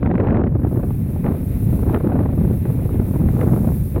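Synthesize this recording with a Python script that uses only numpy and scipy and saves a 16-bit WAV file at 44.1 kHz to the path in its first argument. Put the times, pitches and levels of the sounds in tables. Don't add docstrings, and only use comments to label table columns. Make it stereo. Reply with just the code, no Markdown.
import sys
import numpy as np
from scipy import signal
from scipy.fft import rfft, irfft, next_fast_len
from scipy.io import wavfile
from scipy.ndimage import uniform_filter1d, map_coordinates

SR = 44100
rng = np.random.default_rng(int(sys.argv[2]) if len(sys.argv) > 2 else 0)


def bounce(signal):
    frames = np.transpose(np.atleast_2d(signal))
    limited = np.clip(frames, -1, 1)
    pcm = np.round(limited * 32767).astype(np.int16)
    wavfile.write(sys.argv[1], SR, pcm)


N = 176400
LEFT, RIGHT = -1, 1


def wind(gusts, side, rumble_db, rumble_growth, rasp_db):
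    # pitch_hz, level_db
    eddy_tone = [(25, -25), (60, 2), (130, 1.5), (230, -2.5), (330, -9.5), (500, -17), (900, -31.5),
                 (1600, -61), (3000, -71), (6000, -100)]
    # pitch_hz, level_db
    rumble_tone = [(20, -9), (35, -2), (50, -4), (70, -3.5), (110, -2.5), (170, -7), (260, -13.5),
                   (400, -32.5), (800, -52.5)]
    # pitch_hz, gain_db
    opening_filter = [(20, -11.5), (70, 1.5), (1500, 1), (2500, -10), (3500, -25), (4600, -28), (6000, -49),
                      (9000, -69)]
    overload_db, ceiling = 17, .96
    flutter_db, double_speed_db = 2.5, 18
    eddy_db, eddy_growth = -20, .65
    flow = airflow(gusts, side)
    strength = soft_limit(flow, overload_db)
    speed = 2 ** ((strength + flutter_db * wander(596.9)) / double_speed_db)
    pattern = noise(eddy_tone, size=2 * N)
    eddies = map_coordinates(pattern, [np.cumsum(speed)], order=3, mode="wrap")
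    eddies *= gain(eddy_db + eddy_growth * strength)
    rumble = noise(rumble_tone) * gain(rumble_db + rumble_growth * strength)
    pressure = soft_limit(eddies + rumble + rasp(flow, rasp_db), ceiling)
    return shape_tone(pressure * fade_ends(), opening_filter)


def airflow(gusts, side):
    # time_s, peak_strength_db, side (-1 left, 1 right)
    slaps = [(.03, 23.14, -1), (0.05, 14.74, -1), (.062, 21.9, -1), (.073, 23.05, -1), (.104, 24.76, -1),
             (0.115, 26.95, -1), (.142, 21.64, -1), (.155, 24.9, -1), (.178, 9.13, 1), (.183, 23.66, -1),
             (0.2, 22.38, -1), (0.284, 21.02, -1), (.304, 23.27, -1), (.326, 22.13, -1), (.347, 27.46, -1),
             (.371, 21.04, -1), (.393, 20.08, -1), (.417, 21.86, -1), (0.442, 20.47, -1), (.467, 14.69, -1),
             (.553, 17, -1), (0.636, 19.13, -1), (.649, 22.25, -1), (.671, 14.99, -1), (.728, 12.01, -1),
             (.761, 13.9, -1), (.773, 19.98, -1), (.794, 12.53, -1), (.832, 19.15, -1), (.908, 14.06, -1),
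             (1.161, 9.96, -1), (1.247, 17.1, -1), (1.265, 21.68, -1), (1.288, 18.64, -1),
             (1.322, 15.05, -1), (1.351, 12.37, -1), (1.69, 8.03, 1), (1.729, 13.16, -1), (1.735, 12.16, 1),
             (1.793, 14.33, -1), (1.828, 12.56, -1), (1.898, 21.04, -1), (1.948, 23.05, -1),
             (1.961, 19.97, -1), (1.973, 18.8, -1), (2.006, 13.05, -1), (2.047, 21.98, -1),
             (2.072, 16.21, -1), (2.121, 20.53, -1), (2.146, 12.3, 1), (2.157, 16.51, -1),
             (2.192, 20.85, -1), (2.208, 16.35, -1), (2.236, 16.02, -1), (2.29, 12.85, -1), (2.325, 9, 1),
             (2.378, 11.33, -1), (2.512, 8, 1), (2.656, 15.6, -1), (2.691, 8.1, 1), (2.703, 9.94, -1),
             (2.791, 8.9, -1), (2.836, 5.9, 1), (2.856, 11.84, -1), (2.894, 11.17, -1), (2.945, 12.96, -1),
             (3, 18.15, -1), (3.14, 10.42, -1), (3.159, 16.7, -1), (3.206, 11, 1), (3.218, 9.86, -1),
             (3.261, 13.33, 1), (3.289, 16.58, -1), (3.392, 17.4, -1), (3.415, 23.1, -1), (3.44, 17.36, -1),
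             (3.476, 14.5, 1), (3.512, 15.57, -1), (3.536, 20.8, -1), (3.564, 16.3, -1), (3.646, 12, 1),
             (3.675, 18, 1), (3.688, 13.16, -1), (3.721, 11.5, -1), (3.963, 13, -1)]
    rise_s, fall_s, flap_db = .0019, .0034, 4
    t = np.arange(N) / SR
    flap = wander(119.75)
    fast_flap = flap - uniform_filter1d(flap, SR // 20)
    strength = curve(gusts) + flap_db * fast_flap
    for time_s, peak_db, slap_side in slaps:
        if slap_side == side:
            near = np.abs(t - time_s) < 5 * fall_s
            age = t[near] - time_s
            width = np.where(age < 0, rise_s, fall_s)
            bump = np.exp(-.5 * (age / width) ** 2)
            strength[near] += bump * (peak_db - strength[near])
    return strength


def rasp(strength, rasp_db):
    # pitch_hz, gain_db
    rasp_tone = [(200, -5), (500, 9), (900, 2.5), (1500, -5), (2400, -18.5), (3200, -17.5), (4200, -14),
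                 (8000, -52)]
    # pitch_hz, gain_db
    rip_tone = [(600, -20.5), (1300, -5.5), (2000, 0), (3000, -0.5), (3800, -6), (4800, -18), (8000, -49)]
    rasp_growth, rip_growth = 1.223, 1.71
    crackle_db, rip_db, limit_db = 4.5, -53, 31
    tearing = rng.standard_normal(N) * gain(crackle_db * wander(690.3))
    body = shape_tone(tearing, rasp_tone) * gain(rasp_db + rasp_growth * soft_limit(strength, limit_db))
    smoothed = uniform_filter1d(strength, SR // 80)
    rip = shape_tone(tearing, rip_tone) * gain(rip_db + rip_growth * soft_limit(smoothed, limit_db))
    return body + rip


def cracks():
    # start_s, relative_level_db
    crack_times = [(0.0293, -28), (0.0608, -22.5), (0.0734, -35.5), (0.1007, -32), (0.1134, -24),
                   (0.1174, -37), (0.1411, -33), (0.154, -29), (0.18, -23.5), (0.2009, -27.5),
                   (0.2714, -25.5), (0.3064, -25.5), (0.3456, -27), (0.3701, -29), (0.4379, -26.5),
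                   (0.4704, -29.5), (0.5506, -44.5), (0.633, -43), (0.6484, -46), (0.7701, -40),
                   (0.832, -42), (0.9063, -36), (1.2428, -27), (1.2635, -24.5), (1.3209, -36),
                   (1.9455, -19.5), (1.9614, -25), (2.0712, -41.5), (2.1899, -31), (2.6534, -36),
                   (2.7014, -40), (2.9966, -33), (3.2874, -31), (3.4116, -28), (3.5334, -34),
                   (3.9614, -31.5)]
    # pitch_hz, gain_db
    crack_tone = [(150, -8), (500, 2), (1000, 5.5), (2000, 8), (2800, -9), (3800, -20.5), (4800, -39.5),
                  (8000, -69)]
    rise_s, decay_s, tear_db, boost_db = .0011, .0013, -16.5, 8.5
    lead, size = 256, 2048
    out = np.zeros(N + SR)
    from_pulse_s = np.abs(np.arange(size - lead) / SR - rise_s)
    for start_s, level_db in crack_times:
        tear = rng.standard_normal(size - lead)
        burst = tear * np.exp(-from_pulse_s / decay_s) * gain(tear_db)
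        burst[np.argmin(from_pulse_s)] = np.sign(tear[0])
        burst = shape_tone(np.pad(burst, (lead, 0)), crack_tone)
        start = max(int(start_s * SR) - lead, 0)
        out[start:start + size] += burst / np.abs(burst).max() * gain(level_db + boost_db)
    return out[:N]


def spray():
    # time_s, relative_level_db
    hiss_level = [(0, -70), (.05, -66), (.12, -71), (.19, -66), (.43, -74), (.5, -65.5), (.57, -65),
                  (.61, -57), (.65, -58.5), (.69, -52.5), (.92, -51), (1.2, -49.5), (1.32, -52),
                  (1.42, -47), (1.85, -46.5), (2.07, -54), (2.25, -52.5), (2.4, -49.5), (2.75, -49),
                  (3, -50), (3.07, -45.5), (3.26, -49.5), (3.34, -45), (3.72, -46), (3.92, -47.5),
                  (4, -50.5)]
    # pitch_hz, level_db
    left_tone = [(1000, -43), (3700, -16), (4600, -20.5), (5500, -27.5), (7000, -20.5), (8300, -12),
                 (9800, -3.5), (11000, -1), (13000, -2), (15800, -11)]
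    # pitch_hz, level_db
    right_tone = [(1000, -20), (3200, -29.5), (5500, -18), (6800, -22), (8200, -33.5), (9800, -21),
                  (11000, -14.5), (12200, -4.5), (13500, -2.5), (15800, -2.5)]
    flicker_db, left_db, right_db = 1.06, 4.5, 7
    level_db = curve(hiss_level) + flicker_db * wander(26)
    left = noise(left_tone) * gain(level_db + left_db)
    right = noise(right_tone) * gain(level_db + right_db)
    return np.array([left, right])


def jet():
    # start_s, full_s, fade_from_s, gone_s
    timing = (3.26, 3.33, 3.62, 3.95)
    # pitch_hz, gain_db
    drop_tone = [(1500, -25), (3700, -3), (5000, -2), (7000, 5), (9000, -1), (12000, -3), (16000, -18)]
    drops_per_s, scatter_db, level_db = 2500, 5, -61.5
    lands = rng.random((2, N)) < drops_per_s / SR
    clicks = lands * rng.choice([-1, 1], (2, N))
    drops = clicks * gain(scatter_db * rng.standard_normal((2, N)))
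    patter = np.array([shape_tone(side, drop_tone) for side in drops])
    swell = curve(list(zip(timing, (0, 1, 1, 0))))
    return patter / patter.std() * gain(level_db) * swell


def surf():
    # time_s, relative_level_db
    wash_level = [(0, -2), (.45, -10), (.75, -5.5), (1.1, -0.5), (1.6, 1), (2.1, -0.5), (2.6, 0.5),
                  (3.4, .5), (4, -1.5)]
    # pitch_hz, level_db
    wash_tone = [(100, 20.5), (300, 19.5), (600, 8), (1000, -3), (1500, -8), (2000, -4), (2550, -6.5),
                 (3100, -17), (3900, -14.5), (4800, -28), (8000, -42.5), (16000, -35.5)]
    churn_db, left_db, right_db = 1.76, -33, -35.5
    return np.array([noise(wash_tone) * gain(curve(wash_level) + side_db + churn_db * wander(32))
                     for side_db in (left_db, right_db)])


def gain(db):
    return 10 ** (np.asarray(db) / 20)


def soft_limit(x, limit):
    return limit * np.tanh(x / limit)


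def curve(points):
    return np.interp(np.arange(N) / SR, *np.array(points, float).T)


def shape_tone(x, tone):
    pitch_hz, gain_db = np.array(tone, float).T
    size = next_fast_len(len(x) + SR // 10, real=True)
    hz = np.maximum(np.arange(size // 2 + 1) * SR / size, 1)
    response = gain(np.interp(np.log(hz), np.log(pitch_hz), gain_db)) * np.minimum(hz / 20, 1)
    return irfft(rfft(x, size) * response, size)[:len(x)]


def noise(tone, size=N):
    x = shape_tone(rng.standard_normal(size), tone)
    return x / x.std()


def wander(rate_hz):
    hold = max(int(SR / rate_hz), 1)
    steps = rng.standard_normal(N)[np.arange(N) // hold]
    smooth = uniform_filter1d(uniform_filter1d(steps, hold), hold)
    return smooth / smooth.std()


def fade_ends(fade_s=.01):
    i = np.arange(N)
    from_end_s = np.minimum(i, i[::-1]) / SR
    return np.sin(np.pi / 2 * np.minimum(from_end_s / fade_s, 1)) ** 2


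def scene():
    # time_s, strength_db
    left_gusts = [(0, -4), (.04, 6), (.13, 5), (.19, 7), (.22, 14), (.29, 17.5), (.44, 11), (.5, 2),
                  (.6, 1), (.78, 4), (.85, 1.5), (.96, -6.5), (1.1, -4), (1.23, -1.5), (1.26, 12.5),
                  (1.33, 4), (1.42, -4), (1.55, -7.5), (1.68, -6), (1.8, 0), (1.89, 11.5), (1.96, 11),
                  (2.022, 0), (2.06, 7), (2.15, 10), (2.35, 0), (2.43, 3), (2.6, -5), (2.68, 0), (2.82, -1),
                  (3.08, .5), (3.2, 3), (3.33, 1), (3.41, 10), (3.55, 7), (3.68, 2.5), (3.8, -4.5),
                  (3.92, -15), (3.97, 7.5), (4, 8)]
    # time_s, strength_db
    right_gusts = [(0, -11.5), (.05, -5.5), (.13, -19), (.22, -16), (.32, -4), (.52, -15.5), (.8, -9),
                   (.93, -8), (1.17, -6), (1.3, -12), (1.55, -4), (1.72, -1.5), (1.85, -6.5), (1.96, -14),
                   (2.1, -7), (2.33, -5), (2.45, 2), (2.54, 2.5), (2.59, -6), (2.78, -6), (2.9, -16),
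                   (2.97, -3), (3.08, -12), (3.15, -9), (3.23, 1), (3.35, -1), (3.41, -9.5), (3.5, 0.5),
                   (3.58, -9), (3.68, -1.5), (3.77, -9), (3.85, -5), (4, -18)]
    left = wind(left_gusts, LEFT, rumble_db=-17, rumble_growth=.31, rasp_db=-40.5) + cracks()
    right = wind(right_gusts, RIGHT, rumble_db=-13.5, rumble_growth=.75, rasp_db=-47)
    return np.array([left, right]) + spray() + jet() + surf()


def record(dry):
    top_hz = 15850
    return signal.sosfilt(signal.ellip(12, .2, 80, top_hz, fs=SR, output="sos"), dry)


dry = scene()
out = record(dry)
bounce(out)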